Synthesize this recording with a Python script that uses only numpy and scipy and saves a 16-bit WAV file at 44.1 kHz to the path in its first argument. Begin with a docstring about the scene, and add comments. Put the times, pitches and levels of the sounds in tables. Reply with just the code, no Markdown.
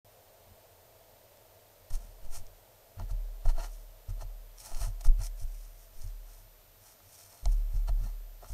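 """In a quiet wood at night, a small furry animal noses a camera strapped to a tree.
Its muzzle bumps the case, which sways and thuds on its strap as a damped oscillator. Fur scrapes by
stick-slip friction, nose and whiskers tap the plastic's resonances, and air is pushed into the
microphone port. Behind it lie a far rushing, a low hum and the camera's own hiss and whine."""
import sys
import numpy as np
from scipy import signal
from scipy.fft import rfft, irfft, next_fast_len
from scipy.io import wavfile
from scipy.ndimage import uniform_filter1d

SR = 44100
rng = np.random.default_rng(int(sys.argv[2]) if len(sys.argv) > 2 else 0)


def generate_wav(signal):
    """Clip the signal to [-1, 1] and save it as 16-bit WAV at the path in sys.argv[1]."""
    frames = np.transpose(np.atleast_2d(signal))
    scaled = np.clip(frames, -1, 1) * 32767
    pcm = np.round(scaled).astype(np.int16)
    wavfile.write(sys.argv[1], SR, pcm)


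N = 376173
TIME = np.arange(N) / SR

# the far rushing in the wood: (time [s], level [dB])
RUSH_LEVELS = [(0, -62), (2.9, -64), (6.6, -69.5), (8.5, -69)]
# spectra of rushing, hum, hiss and drag rumble: (frequency [Hz], relative density [dB])
RUSH_SPECTRUM = [(150, -35), (300, -21.5), (430, -6.5), (550, -3.5), (660, 0.5), (760, -9.5), (920, -10),
                 (1080, -20), (2000, -33), (5000, -64)]
HUM_SPECTRUM = [(10, -17), (22, -4.5), (38, -1), (52, -11), (66, -18.5), (92, 2), (106, -2), (135, -16.5),
                (220, -38), (500, -37)]
HISS_SPECTRUM = [(100, 6), (1000, 3), (2500, 0), (4200, -0.5), (7000, -2), (12000, -2.5), (14000, 0.5),
                 (15500, -10)]
DRAG_SPECTRUM = [(8, -3.5), (20, -12), (50, -2.5), (97, 1), (145, -27), (215, -10), (280, -26.5),
                 (380, -23), (600, -46)]
# modes of the camera on its strap: (frequency [Hz], 60 dB decay time [s], relative level [dB])
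MOUNT_MODES = [(88.4, 0.12, 3), (100, 0.13, 4.5), (206, 0.11, -7.5), (217.5, 0.086, -3), (342, .15, -8.5)]
# modes of the case's panels and stiff edges: (frequency [Hz], bandwidth [Hz], relative gain [dB])
PANEL_MODES = [(392, 195, -11.5), (600, 66, -2.5), (689, 44, 4), (858, 27, 3), (964, 61, -3),
               (1258, 110, -5), (1380, 61, -2.5), (1835, 130, -10), (2160, 250, -19.5), (2670, 105, -13.5),
               (2990, 120, -14.5), (4300, 200, -10.5)]
EDGE_MODES = [(2380, 550, -9), (3155, 44, -2), (3330, 1150, -13.5), (4350, 260, -3), (5220, 740, -0.5),
              (5920, 630, 2), (6480, 230, 2.5), (6920, 600, -3), (8090, 510, -5.5), (8680, 185, 2),
              (9760, 2000, -6), (10850, 1300, -3), (11600, 1200, -8), (13300, 220, -6.5), (14100, 620, -14)]
# the body drags along the case, and a short rumble follows the hard bump at 7.45 s: (peak time [s], length [s],
# rumble level [dB])
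BODY_DRAGS = [(0.512, 0.1, -59), (1.948, .05, -51.5), (2.05, 0.12, -57), (2.27, 0.074, -56),
              (2.398, 0.086, -51), (3.022, 0.051, -42.5), (3.603, .11, -57), (4.166, .12, -58),
              (4.774, 0.17, -54.5), (5.17, .09, -67), (5.99, 0.14, -60.5), (7.48, .05, -47.5),
              (8.04, .08, -44)]
# fur brushes the case: (peak time [s], length [s], panel level [dB], bristle level [dB])
FUR_STROKES = [(1.908, .014, -54, -56.5), (1.946, 0.043, -57, -51.5), (2.03, 0.14, -67, -66.5),
               (2.254, 0.041, -63.5, -64.5), (2.359, 0.062, -55, -49), (3.004, 0.057, -57.5, -72),
               (3.109, .028, -57.5, -62), (3.46, 0.029, -53, -57.5), (3.498, 0.036, -45.5, -52.5),
               (3.603, 0.061, -45, -55.5), (3.64, 0.078, -48, -53.5), (3.74, 0.2, -77, -66),
               (4.102, .03, -58, -60.5), (4.217, 0.035, -51.5, -57), (4.604, .045, -75, -54),
               (4.669, 0.078, -56, -50.5), (4.74, 0.19, -56, -57), (4.833, 0.079, -46.5, -46.5),
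               (5.013, 0.012, -54, -53), (5.061, 0.029, -51, -47), (5.218, 0.046, -51.5, -55),
               (5.252, 0.046, -59, -47.5), (5.415, 0.058, -67, -56.5), (5.604, .27, -80, -64.5),
               (5.824, 0.085, -79, -64), (6.025, 0.16, -69.5, -62.5), (6.34, 0.15, -69, -63.5),
               (6.89, 0.13, -66.5, -61.5), (7.19, 0.22, -70.5, -58.5), (7.368, 0.43, -65.5, -64),
               (7.531, 0.028, -63, -57.5), (7.762, 0.11, -64, -66), (7.888, 0.022, -47.5, -54),
               (8.062, 0.12, -58.5, -63), (8.446, 0.049, -58, -74), (8.518, 0.12, -62, -58.5)]
# the nose knocks: (time [s], knock level [dB], colour centre [Hz], tick level [dB])
NOSE_KNOCKS = [(2.9961, -37, 1000, -45.5), (3.0083, -43, 600, -60), (3.4544, -33.5, 625, -49),
               (3.578, -36.5, 700, -56), (4.219, -40, 694, -44), (4.7159, -40.5, 750, -52),
               (5.0464, -39, 1360, -43), (5.061, -44, 700, -54), (7.001, -52, 1250, -54),
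               (7.455, -34, 730, -28.5), (7.8895, -38.5, 716, -56), (8.4242, -44.5, 560, -61),
               (8.4311, -42.5, 385, -60), (8.444, -44, 1190, -48)]
# whiskers flick the case: (time [s], tick level [dB])
WHISKER_FLICKS = [(1.372, -54), (2.466, -46), (4.5832, -40.5), (4.6105, -53), (4.6255, -50),
                  (4.7463, -36.5), (5.0088, -42), (5.2345, -37), (5.268, -38.5), (5.4153, -56),
                  (6.018, -44), (6.075, -48)]
# fur presses on the port and lets go: (time [s], half width [s], suction level [dB])
PORT_PRESSES = [(1.944, .012, -21.5), (2.306, 0.025, -26), (2.408, 0.026, -33), (3.484, .0098, -11),
                (3.565, .012, -20), (4.756, 0.015, -23.5), (5.091, 0.0097, -7), (5.448, 0.0084, -21),
                (6.004, 0.017, -32)]
# the muzzle bumps the case: (time [s], contact time [s], sway level [dB], thud level [dB])
MUZZLE_BUMPS = [(1.903, .0058, -36.5, -42), (2.224, 0.0043, -41, -54), (2.964, .009, -41, -40),
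                (2.999, 0.0066, -31.5, -33.5), (3.106, 0.007, -25.5, -38.5), (3.449, 0.0067, -24.5, -33.5),
                (4.081, 0.0077, -29.5, -34.5), (4.224, 0.0066, -33, -43.5), (4.805, 0.0072, -24, -40.5),
                (4.862, 0.0069, -30, -34.5), (5.054, 0.0093, -20, -38.5), (5.186, 0.0086, -28, -36),
                (5.413, 0.0072, -30, -41), (6.035, 0.0087, -32.5, -40), (7.425, 0.0052, -33, -45),
                (7.454, .0014, -17.5, -42.5), (7.736, 0.0067, -21, -37), (7.89, 0.0047, -20, -40.5),
                (8.0, 0.0061, -27, -42.5), (8.497, 0.0049, -31, -44)]


def amp(db):
    """Amplitude ratio of a level in decibels."""
    return 10 ** (np.asarray(db) / 20)


def unit_rms(x):
    """Normalisation to rms 1."""
    return x / np.sqrt(np.mean(x ** 2))


def unit_peak(x):
    """Normalisation to peak 1."""
    return x / np.max(np.abs(x))


def add(out, start_s, x):
    """Superposition: x adds to out from start_s."""
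    i = max(int(start_s * SR), 0)
    out[i:i + len(x)] += x[:max(len(out) - i, 0)]


def wander(rate_hz):
    """Random fluctuation: straight ramps between Gaussian values."""
    hold = int(SR / rate_hz)
    steps = np.repeat(rng.standard_normal(N // hold + 1), hold)
    return 0.76 * uniform_filter1d(steps, hold)[:N]


def noise(spectrum):
    """Spectral shaping: white noise takes on the given colour, at rms 1."""
    hz, db = np.transpose(spectrum)
    size = next_fast_len(N, True)
    bin_hz = np.arange(size // 2 + 1) * SR / size
    gain = amp(np.interp(np.log(bin_hz + 1), np.log(hz), db))
    return unit_rms(irfft(rfft(rng.standard_normal(size)) * gain, size)[:N])


def resonate(x, modes):
    """Modal superposition: parallel resonators, with neighbours in opposite polarity."""
    return sum((-1) ** k * amp(db) * signal.lfilter(*signal.iirpeak(hz, hz / width, fs=SR), x)
               for k, (hz, width, db) in enumerate(modes))


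def damped_sine(t, hz, t60):
    """Free vibration of one mode, falling 60 dB in t60 seconds."""
    return np.sin(2 * np.pi * hz * t) * np.exp(-np.log(1000) * t / t60)


def swell(peak_s, length_s, rise_share=0.53):
    """Power envelope of a sliding contact: growth until peak_s, then decay."""
    span_s = length_s * np.where(TIME < peak_s, rise_share, 1 - rise_share)
    return np.exp(-2 * (np.abs(TIME - peak_s) / span_s) ** 1.5)


def wood(hum_db=-66):
    """Coloured noise: a far rushing wavers in level above a steady low hum."""
    rush_db = np.interp(TIME, *np.transpose(RUSH_LEVELS))
    rush = noise(RUSH_SPECTRUM) * amp(rush_db + 0.5 * wander(7.7))
    return rush + amp(hum_db) * noise(HUM_SPECTRUM)


def electronics(hiss_db=-64, cold_hz=13947, warm_hz=14049, warming_s=3.6):
    """Thermal drift: over a steady hiss, the whine settles higher and grows as the circuit warms."""
    whine_hz = warm_hz + (cold_hz - warm_hz) * np.exp(-TIME / warming_s) + wander(40)
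    whine_db = -70 + 0.55 * TIME
    whine = np.sqrt(2) * amp(whine_db) * np.sin(2 * np.pi * np.cumsum(whine_hz) / SR)
    return amp(hiss_db) * noise(HISS_SPECTRUM) + whine


def body_drags():
    """Friction noise: skin judders over the case and shakes the mount; drags add in power."""
    power = sum(swell(s, length) * amp(db) ** 2 for s, length, db in BODY_DRAGS)
    return noise(DRAG_SPECTRUM) * np.sqrt(power)


def hair_slips(per_second, spread_db):
    """Poisson process: single hairs catch and let go in clicks of random size and sign."""
    size = amp(spread_db * np.minimum(rng.exponential(size=N), 4))
    slipping = rng.random(N) < per_second / SR
    return unit_rms(slipping * size * rng.choice([-1, 1], N))


def fur_strokes(treble_lift_db=6, dulling=0.38, crossover_hz=8200):
    """Stick-slip friction: hairs ring the panels and rasp on the edges, duller when pressed flat."""
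    panel_power = bristle_power = treble_power = 0
    for s, length, panel_db, bristle_db in FUR_STROKES:
        envelope = swell(s, length)
        firmness_db = max(panel_db - bristle_db, 0)
        treble_db = bristle_db + treble_lift_db - dulling * firmness_db
        panel_power += envelope * amp(panel_db) ** 2
        bristle_power += envelope * amp(bristle_db) ** 2
        treble_power += envelope * amp(treble_db) ** 2
    grip = amp(2.4 * wander(170))  # tufts catch unevenly
    panels = unit_rms(resonate(hair_slips(per_second=2500, spread_db=-1.5) * grip, PANEL_MODES))
    rasp = unit_rms(resonate(hair_slips(per_second=9000, spread_db=5) * grip, EDGE_MODES))
    dull = signal.sosfiltfilt(signal.butter(3, crossover_hz, fs=SR, output="sos"), rasp)
    treble = rasp - dull
    return panels * np.sqrt(panel_power) + dull * np.sqrt(bristle_power) + treble * np.sqrt(treble_power)


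def tap(knock_db, colour_hz, tick_db, blow_s=0.0001, scuff_s=0.00072, tick_s=0.0011, soft_hz=7600):
    """Impact excitation: a blow rings the panels and a brief chatter rings the edges."""
    t = TIME[:SR // 10]
    chatter = rng.standard_normal(len(t))
    blow = np.exp(-t / blow_s) + 0.05 * chatter * np.exp(-t / scuff_s)
    # the place of contact favours some panels over others
    drive = resonate(blow, [(colour_hz, 0.44 * colour_hz, 0)])
    knock = resonate(drive, PANEL_MODES)
    burst = chatter * t * np.exp(-2 * t / tick_s)
    softened = signal.lfilter(*signal.butter(4, soft_hz, fs=SR), burst)
    tick = resonate(softened, EDGE_MODES)
    return amp(knock_db) * unit_peak(knock) + amp(tick_db) * unit_peak(tick)


def thud(contact_s):
    """Convolution of a force pulse with the mount's impulse response: longer contact sounds duller."""
    t = TIME[:SR // 2]
    ring = sum((-1) ** k * amp(db) * damped_sine(t, hz, t60)
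               for k, (hz, t60, db) in enumerate(MOUNT_MODES))
    force = np.sin(np.pi * np.minimum(t / contact_s, 1)) ** 2
    return unit_peak(signal.fftconvolve(ring, force)[:len(t)])


def nose_and_whiskers():
    """Momentum transfer: the nose jolts the mount, while a light whisker hardly moves the panels."""
    out = np.zeros(N)
    jolt = amp(-12.5) * thud(contact_s=0.002)
    for s, knock_db, colour_hz, tick_db in NOSE_KNOCKS:
        add(out, s, tap(knock_db, colour_hz, tick_db))
        add(out, s, amp(knock_db) * jolt)
    for s, tick_db in WHISKER_FLICKS:
        add(out, s, tap(knock_db=tick_db - 20, colour_hz=1400, tick_db=tick_db))
    return out


def port_presses():
    """Compression and rarefaction: air trapped in the port is squeezed, sucked out and flows back."""
    out = np.zeros(N)
    for s, half_width, db in PORT_PRESSES:
        offset = (TIME - s) / half_width
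        out += amp(db) * (offset ** 2 - 1) * np.exp(-offset ** 2 / 2)
    return out


def muzzle_bumps(sway_hz=36.46, sway_t60_s=1.18, choke_s=0.011, push_s=0.012, load_s=0.017):
    """Damped oscillation: a bump thuds, pushes air and sways the camera until the next one stops it."""
    out, t = np.zeros(N), TIME[:2 * SR]
    stop_times = [row[0] for row in MUZZLE_BUMPS[1:]] + [N / SR]
    load = np.sin(np.pi / 2 * np.minimum(t / load_s, 1)) ** 2  # the strap takes the weight gradually
    air_push = amp(-6.5) * t / push_s * np.exp(1 - t / push_s)
    sway = damped_sine(t, sway_hz, sway_t60_s)
    for (s, contact_s, sway_db, thud_db), stop_s in zip(MUZZLE_BUMPS, stop_times):
        since_stop = np.maximum(s + t - stop_s, 0)
        choke = np.exp(-(since_stop / choke_s) ** 2)
        add(out, s, amp(sway_db) * load * (sway * choke + air_push))
        add(out, s, amp(thud_db) * thud(contact_s))
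    return out


def scene():
    """Superposition: all sources sum at the one microphone inside the case."""
    animal = fur_strokes() + body_drags() + nose_and_whiskers() + muzzle_bumps() + port_presses()
    return (animal + wood() + electronics())[None]


def record(dry):
    """Gating and band limiting: the microphone switches on just after the camera wakes; its top is cut."""
    switch_on_s, cutoff_hz = 0.047, 15600
    low_pass = signal.ellip(10, 0.2, 80, cutoff_hz, fs=SR, output="sos")
    return signal.sosfilt(low_pass, dry * (TIME > switch_on_s))


dry = scene()
out = record(dry)
generate_wav(out)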